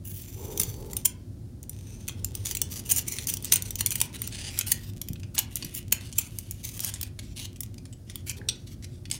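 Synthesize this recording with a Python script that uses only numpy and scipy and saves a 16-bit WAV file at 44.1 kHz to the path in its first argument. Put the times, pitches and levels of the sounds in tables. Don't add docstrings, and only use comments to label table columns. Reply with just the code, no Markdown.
import sys
import numpy as np
from scipy import signal
from scipy.fft import rfft, irfft
from scipy.io import wavfile

SR = 44100
rng = np.random.default_rng(int(sys.argv[2]) if len(sys.argv) > 2 else 0)


def log_audio(samples):
    frames = np.atleast_2d(samples).T
    limited = np.clip(frames, -1, 1)
    pcm = np.round(limited * 32767).astype(np.int16)
    wavfile.write(sys.argv[1], SR, pcm)


N = 405264
TIME = np.arange(N) / SR

# (start [s], end [s], level [dB], extra treble [dB])
SLIDES = [(0.039, 0.234, -52, 9.5), (0.19, 0.793, -51.5, 1.5), (0.594, 0.623, -37.5, 7),
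          (0.736, 1.075, -58.5, 1.5), (1.687, 2.104, -58, -11), (2.34, 2.46, -51.5, -6),
          (2.448, 2.539, -36, -3), (2.698, 2.811, -41.5, -2.5), (2.843, 3.033, -42, 0.5),
          (2.89, 2.929, -34.5, 4), (2.963, 3.005, -40, -5), (3.051, 3.259, -42.5, -3.5),
          (3.267, 3.38, -44.5, -2), (3.283, 3.303, -34.5, 3), (3.511, 3.575, -36, -15),
          (3.649, 3.696, -44.5, -8), (3.785, 3.821, -37, -2), (3.895, 4.076, -48, 1),
          (4.183, 4.301, -46, -11), (4.662, 4.735, -36, 1), (5.737, 5.797, -43.5, 7.5),
          (6.148, 6.28, -45, -6), (6.252, 6.663, -62.5, 2), (6.624, 6.795, -44.5, -1),
          (6.789, 6.909, -39, -4), (9.103, 9.2, -43, -12)]


def gain_of(db):
    return 10 ** (np.asarray(db) / 20)


def evened(x):
    return x / np.sqrt(np.mean(x ** 2) + 1e-20)


def read(points, hz):
    f, value = np.transpose(points)
    return np.interp(np.log(hz + 1), np.log(f + 1), value)


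def add(mix, s, sound):
    part = mix[max(round(s * SR), 0):][:len(sound)]
    part += sound[:len(part)]


def drift(hz):
    keep_slow = np.exp(-(np.fft.rfftfreq(N, 1 / SR) / hz) ** 2)
    return evened(irfft(rfft(rng.standard_normal(N)) * keep_slow, N))


def resonate(x, hz, width_hz):
    turn = np.exp(2j * np.pi * np.cumsum(hz) / SR)
    decay = np.exp(-np.pi * width_hz / SR)
    for _ in range(2):
        x = 2 * (turn * signal.lfilter([1 - decay], [1, -decay], x / turn + 1e-18)).real
    return evened(x)


def split(x, edges_hz=(5300, 11000), order=8):
    hz, spectrum = np.fft.rfftfreq(len(x), 1 / SR), rfft(x)
    low, below_top = (1 / (1 + (hz / edge) ** (2 * order)) for edge in edges_hz)
    return [irfft(spectrum * share, len(x)) for share in (low, below_top - low, 1 - below_top)]


def grip(s):
    changes = [4.2, 8.3]
    return np.searchsorted(changes, s)


def bracket(held_modes, contact_db, size=2048):
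    # (frequency [Hz], level [dB])
    contact = [(100, -28), (350, -11.5), (700, -10.5), (1400, -8.5), (2600, 1.5), (4400, 0), (6500, 3),
               (10000, 1), (16000, -11)]
    # (pitch [Hz], width [Hz], level [dB])
    frame_modes = [(450, 43, -15.5), (980, 190, -6.5), (1620, 85, -21), (2140, 320, -1.5),
                   (2660, 340, -2.5), (3100, 220, 4), (3490, 350, 3.5), (4550, 430, 2)]
    hz = abs(np.fft.fftfreq(size, 1 / SR))
    power = gain_of(read(contact, hz) + contact_db) ** 2
    for pitch, width, db in frame_modes + held_modes:
        detuning = (hz ** 2 - pitch ** 2) / (width * hz + 1)
        power += gain_of(db) ** 2 / (1 + detuning ** 2)
    spectrum = np.exp(np.conj(signal.hilbert(np.log(power) / 2)))
    return np.fft.ifft(spectrum).real[:size // 2]


def grip_bodies(contact_db):
    # (pitch [Hz], width [Hz], level [dB])
    loose_cable = [(5910, 56, 13.5), (6060, 190, 13), (6950, 430, 12), (7260, 420, 3.5), (7700, 300, 2),
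                   (9240, 880, 13), (13540, 280, 9.5), (14460, 100, 2.5), (15400, 250, 8)]
    pinched_cable = [(2530, 200, -2), (5950, 100, 7), (6830, 1100, 3), (9090, 210, 5.5), (10540, 400, -3.3),
                     (12300, 130, 0.5), (14400, 750, 2), (15200, 340, -1)]
    wheel = [(3440, 190, 11.5), (4140, 330, 7), (4610, 250, 15), (5100, 240, -1), (5520, 320, 7),
             (6730, 330, 1.5), (8140, 270, 7)]
    return [bracket(modes, contact_db + extra_db)
            for modes, extra_db in ((loose_cable, -2.5), (pinched_cable, 1.5), (wheel, -1.5))]


def slips(count, per_s, spread_db):
    chance, size, sign = rng.random(count), rng.exponential(1, count), rng.choice([-1, 1], count)
    return sign * (chance < per_s / SR) * gain_of(spread_db * np.minimum(size, 4))


def spot(x, ripple_db=5, points=48):
    ripple = evened(rng.standard_normal(points))
    hz = np.fft.rfftfreq(len(x), 1 / SR)
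    shape = np.interp(np.sqrt(hz / hz[-1]), np.linspace(0, 1, points), ripple)
    return irfft(rfft(x) * gain_of(ripple_db * shape), len(x))


def strokes(rows, bodies, bands_db, judder_db, smooth, fade_share, ring_hz=None):
    snags = evened(slips(N, per_s=900, spread_db=3.8))
    glide = smooth * rng.standard_normal(N)
    judder = gain_of(judder_db * drift(41))
    wander = 1 + 0.019 * drift(25)
    out = np.zeros(N)
    for start, end, db, treble_db in rows:
        span = slice(max(round(start * SR), 0), round(max(end, start + .005) * SR))
        grit = gain_of(.35 * min(db + 40, 0))
        push = (grit * snags[span] + glide[span]) * judder[span]
        rub = evened(signal.fftconvolve(push, bodies[grip(start)])[:len(push)])
        travel = np.linspace(0, 1, len(push))
        rub = sum(share * spot(rub) for share in (travel, 1 - travel))
        if ring_hz:
            rub += gain_of(-9) * resonate(push, ring_hz[grip(start)] * wander[span], width_hz=800)
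        levels = db + np.add(bands_db, [0, 0, treble_db])
        stroke = sum(gain_of(level) * evened(band) for level, band in zip(levels, split(rub)))
        add(out, start, stroke * signal.windows.tukey(len(push), fade_share))
    return out


def add_click(mix, s, body, levels, drag_ms, chatter_ms, per_s, snap, size=2048):
    lead_s = .01
    t = np.arange(size) / SR - lead_s
    drag_s, chatter_s = np.maximum([drag_ms, chatter_ms], .05) / 1000
    drag = 0.84 * np.exp(-(t / drag_s) ** 2)
    chatter = np.exp(-abs(t) / chatter_s) * (t < 1.3 * lead_s)
    force = evened(slips(size, per_s, spread_db=3.5)) * np.where(t < 0, drag, chatter)
    force[round(lead_s * SR)] += snap * np.sqrt(SR / 1000)
    bands = split(spot(signal.fftconvolve(force, body)[:size]))
    click = sum(gain_of(db) * band * np.sqrt(.01 * SR / np.sum(band ** 2))
                for db, band in zip(levels, bands))
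    add(mix, s - lead_s, click)


def rumble(trim_db=-1):
    # (frequency [Hz], level [dB])
    colour = [(20, -42), (40, -4.5), (75, -3.5), (98, 3.5), (125, -3.5), (158, -9.5), (200, -11),
              (260, -11), (310, -19), (420, -28), (600, -30), (1000, -44), (1600, -44.5), (2300, -49),
              (5000, -45), (16000, -52)]
    # (time [s], level [dB])
    swell = [(0, -40.5), (.5, -38), (1.7, -41), (2.2, -38), (5.2, -39.5), (6.2, -40.5), (9.19, -40.5)]
    # (pitch [Hz], level [dB])
    hum = [(97, -51), (353, -58.5), (9376, -73)]
    shape = gain_of(read(colour, np.fft.rfftfreq(N, 1 / SR)))
    noise = evened(irfft(rfft(rng.standard_normal(N)) * shape, N))
    tones = sum(gain_of(db + 2 * drift(16)) * np.sin(2 * np.pi * hz * TIME + 1.1 * drift(4.7))
                for hz, db in hum)
    level_db = np.interp(TIME, *np.transpose(swell))
    return gain_of(level_db + trim_db) * noise + tones


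def ticks(body, stray_db=-63, sliding_db=-50):
    fidgeting = (TIME < 1.1) | ((TIME > 1.62) & (TIME < 7.8))
    sliding = sum((TIME > start) * (TIME < end) * gain_of(min(db + 38.5, 0))
                  for start, end, db, _ in SLIDES)
    sparse = evened(signal.oaconvolve(slips(N, per_s=20, spread_db=-0.5), body)[:N])
    dense = evened(signal.oaconvolve(slips(N, per_s=78, spread_db=4), body)[:N])
    return gain_of(stray_db) * fidgeting * sparse + gain_of(sliding_db) * sliding * dense


def cable_scrapes(bodies):
    # (low [dB], middle [dB], top [dB])
    bands_db = [-6.5, -1, 0]
    # (loose [Hz], pinched [Hz], wheel [Hz])
    ring_hz = [6060, 9120, 9200]
    return strokes(SLIDES, bodies, bands_db, judder_db=4, smooth=0.73, fade_share=0.26, ring_hz=ring_hz)


def arm_slides(pitch_rise=0.061):
    # (start [s], end [s], level [dB])
    moves = [(0.329, 0.72, -42.5), (.66, 1.054, -46), (1.2, 5, -56.5), (8.3, 8.6, -53)]
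    # (pitch [Hz], width [Hz], level [dB])
    bench_modes = [(384, 154, -1.5), (474, 26, -23), (798, 220, -12.5), (830, 110, -27)]
    speeds = [np.sin(np.pi * np.clip((TIME - start) / (end - start), 0, 1)) for start, end, _ in moves]
    rub = rng.standard_normal(N)
    bend = 1 + pitch_rise * (sum(speeds) - .5)
    wood = sum(gain_of(db) * resonate(rub, hz * bend, width) for hz, width, db in bench_modes)
    loudness = sum(gain_of(db) * speed for (_, _, db), speed in zip(moves, speeds))
    return loudness * evened(wood)


def cable_catches(bodies):
    # (time [s], level [dB], extra low band [dB], drag [ms])
    catches = [(.576, -33.5, -8.5, 0.18), (.6, -23.5, -12, 2.2), (0.634, -30.5, -11.5, .1),
               (.933, -38, -9, 0.089), (.969, -29, -12, 2.3), (1.0576, -18, -13.5, 5.7),
               (1.6302, -46, -26, .1), (1.6952, -38, -20, 0.17), (2.0802, -39, -5, .2),
               (2.085, -34.5, -4.5, 0.43), (2.246, -29.5, -13.5, 0.26), (2.352, -35, -10, .1),
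               (2.512, -33.5, -8, 1.1), (2.551, -31.5, -6.5, 0.3), (2.5704, -33, -6.5, .1),
               (2.6166, -24.5, -9.5, 0.081), (2.919, -18.5, -19, 8.3), (2.9627, -28, -22, 0.18),
               (2.9725, -31, -21, 0.36), (2.984, -27, -16, 5.9), (3.084, -31, -22, 3.8),
               (3.123, -34.5, -10.5, 2), (3.272, -30, -13, 1), (3.3, -29.5, -11, 2.3),
               (3.339, -29.5, -11.5, 0.98), (3.371, -38.5, -4, 1.4), (3.425, -44.5, -10, .2),
               (3.4464, -34, -11.5, .2), (3.454, -37.5, -9, .2), (3.524, -18, -4.5, 3),
               (3.534, -23.5, -9, 1.3), (3.5388, -22.5, -27, .3), (3.559, -24, -10.5, .5),
               (3.6229, -33.5, -11, .2), (3.7073, -35, -8.5, 0.46), (3.7562, -34.5, -8.5, .1),
               (3.8087, -27.5, -3.5, 1.3), (3.8618, -23, -10.5, .1), (3.87, -33.5, -4, .4),
               (3.9067, -31.5, -11, 0.35), (3.922, -31, -5, 8), (3.9568, -29, -7.5, 1.5),
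               (4.0034, -31.5, -5, .2), (4.015, -21.5, -7.5, 1.2), (4.219, -34.5, -7, 1),
               (4.275, -38.5, -5, 0.36), (4.5898, -26.5, -20, 0.11), (4.7198, -22, -7.5, 2.6),
               (5.016, -37.5, -5, 0.54), (5.0864, -42, -5.5, .6), (5.133, -47, -9, .1),
               (5.352, -41, -4, 5.9), (5.391, -25, -8.5, 2.8), (5.5568, -32, -19, 0.085),
               (5.57, -42, -9, .8), (5.648, -41, -4, 0.84), (5.75, -39, -11, 1.7), (5.9256, -21, -5.5, 2.7),
               (6.187, -21.5, -11, 3.9), (6.387, -36.5, -11, .2), (6.511, -38.5, -16, 0.23),
               (6.652, -40, -18, .4), (6.8044, -36, -12, .2), (6.847, -32, -11, .8), (7.013, -37, -5, .2),
               (7.031, -36.5, -3, 1.4), (7.6066, -36.5, -13, .5), (7.6338, -42.5, -7, .5),
               (8.157, -41, -0.5, 0.059)]
    # (loose [dB], pinched [dB], wheel [dB])
    top_db = [-1.5, 3.5, 1]
    out = np.zeros(N)
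    for s, db, low_db, drag_ms in catches:
        levels = db + np.array([low_db, 0, top_db[grip(s)]])
        chatter_ms = 2.1 + 0.5 * drag_ms
        add_click(out, s, bodies[grip(s)], levels, drag_ms, chatter_ms, per_s=11000, snap=.6)
    return out


def cable_twangs():
    # (time [s], level [dB])
    releases = [(.6, -43), (1.057, -60)]
    # (pitch [Hz], level [dB], time to fade by 60 dB [s])
    wire_modes = [(4533, -8, 0.86), (4950, -13, 0.76), (5959, 1, .3), (7260, -6, .2)]
    t, out = np.arange(SR) / SR, np.zeros(N)
    ring = sum(gain_of(db - 60 * t / fade_s) * np.sin(2 * np.pi * hz * t)
               for hz, db, fade_s in wire_modes)
    for s, db in releases:
        add(out, s, gain_of(db) * ring)
    return out


def hand_bumps(rise_s=0.002, fade_s=0.039, boost_db=4):
    # (time [s], level [dB], pitch [Hz])
    bumps = [(0.602, -28.5, 165), (4.968, -29.5, 161), (5.103, -19.5, 136), (5.116, -32, 240),
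             (5.643, -29.5, 269), (5.658, -26, 140), (5.926, -35, 207)]
    t, out = np.arange(6000) / SR, np.zeros(N)
    rise = 1 - np.exp(-t / rise_s)
    for s, db, hz in bumps:
        add(out, s, rise * gain_of(db + boost_db - 60 * t / fade_s) * np.sin(2 * np.pi * hz * t))
    return out


def finger_rubs(bodies):
    # (start [s], end [s], level [dB], extra treble [dB])
    rubs = [(1.7, 4.9, -67, 0), (5.85, 7.1, -65, 0), (3.43, 3.52, -51.5, -3), (4, 3.95, -55, 7),
            (4.136, 4.173, -48, 3), (4.3, 4.515, -46, -10), (4.495, 4.63, -48, 4), (4.755, 4.92, -59.5, 10),
            (5.36, 5.41, -44.5, -3), (5.48, 5.84, -55.5, 2), (5.995, 6.11, -59, 2), (6.875, 7.1, -59.5, -1),
            (7.18, 7.345, -62.5, 1), (7.353, 7.47, -46, 1), (8.06, 8.23, -64, 0), (8.26, 8.325, -46.5, 8),
            (8.365, 8.39, -55.5, 8), (8.54, 8.66, -66, -4), (8.66, 8.755, -59.5, 2), (8.822, 8.857, -52, 0),
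            (8.88, 9, -69, -7), (9.1, 8.9, -43, 6)]
    # (low [dB], middle [dB], top [dB])
    bands_db = [2.5, 1, -6.5]
    return strokes(rubs, bodies, bands_db, judder_db=3, smooth=0.56, fade_share=0.32)


def wheel_knocks(bodies):
    # (time [s], level [dB], brightness [dB])
    knocks = [(2.094, -39.5, -4), (3.186, -34, 0), (4.6114, -32.5, 2), (5.158, -50, -16),
              (5.2334, -47.5, -7), (5.381, -27.5, 2.5), (5.625, -35.5, -6.5), (6.127, -47.5, 6),
              (6.939, -45.5, 11.5), (7.1913, -40.5, -2), (7.5608, -54.5, 2), (7.781, -52, 0.5),
              (7.855, -53.5, 3), (7.928, -55, 6.5), (8.099, -44.5, -1), (8.296, -41, 10.5),
              (8.4881, -24.5, -0.5), (9.055, -45.5, -7), (9.114, -33, 6)]
    out = np.zeros(N)
    for s, db, bright_db in knocks:
        levels = db + np.array([0, bright_db, bright_db - 16])
        add_click(out, s, bodies[grip(s)], levels, drag_ms=0.45, chatter_ms=5.9, per_s=2700, snap=1.1)
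    return out


def wheel_squeak(start_s=8.413, length_s=0.0064, hz=1650, db=-41):
    size, out = round(length_s * SR), np.zeros(N)
    chirp = resonate(rng.standard_normal(size), np.full(size, hz), width_hz=500)
    add(out, start_s, gain_of(db) * chirp * signal.windows.hann(size))
    return out


def room_echo(x, first_s=0.0025, echoes_per_s=3000, size=20000):
    # (frequency [Hz], time to fade by 60 dB [s])
    fade_times = [(200, 0.59), (1300, 0.54), (3500, 0.26), (9000, 0.14), (16000, 0.098)]
    echoes = rng.choice([-1., 1.], size) * (rng.random(size) < echoes_per_s / SR)
    echoes *= np.arange(size) > first_s * SR
    hz, t, spectra = signal.stft(echoes, SR, nperseg=256)
    fade = gain_of(-60 * t / read(fade_times, hz)[:, None])
    tail = signal.istft(spectra * fade, SR, nperseg=256)[1]
    return signal.oaconvolve(x, tail / np.linalg.norm(tail))[:N]


def scene():
    struck, rubbed = grip_bodies(contact_db=-1.5), grip_bodies(contact_db=8)
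    handling = cable_scrapes(rubbed) + finger_rubs(rubbed)
    handling += cable_catches(struck) + wheel_knocks(struck) + cable_twangs() + wheel_squeak()
    handling += ticks(struck[1]) + hand_bumps()
    mono = handling + gain_of(-11.5) * room_echo(handling) + arm_slides() + rumble()
    return np.array([mono, mono])


def record(dry):
    low_pass = signal.firwin(301, 16050, window=("kaiser", 8), fs=SR)
    return signal.oaconvolve(dry, low_pass[None], "same")


dry = scene()
out = record(dry)
log_audio(out)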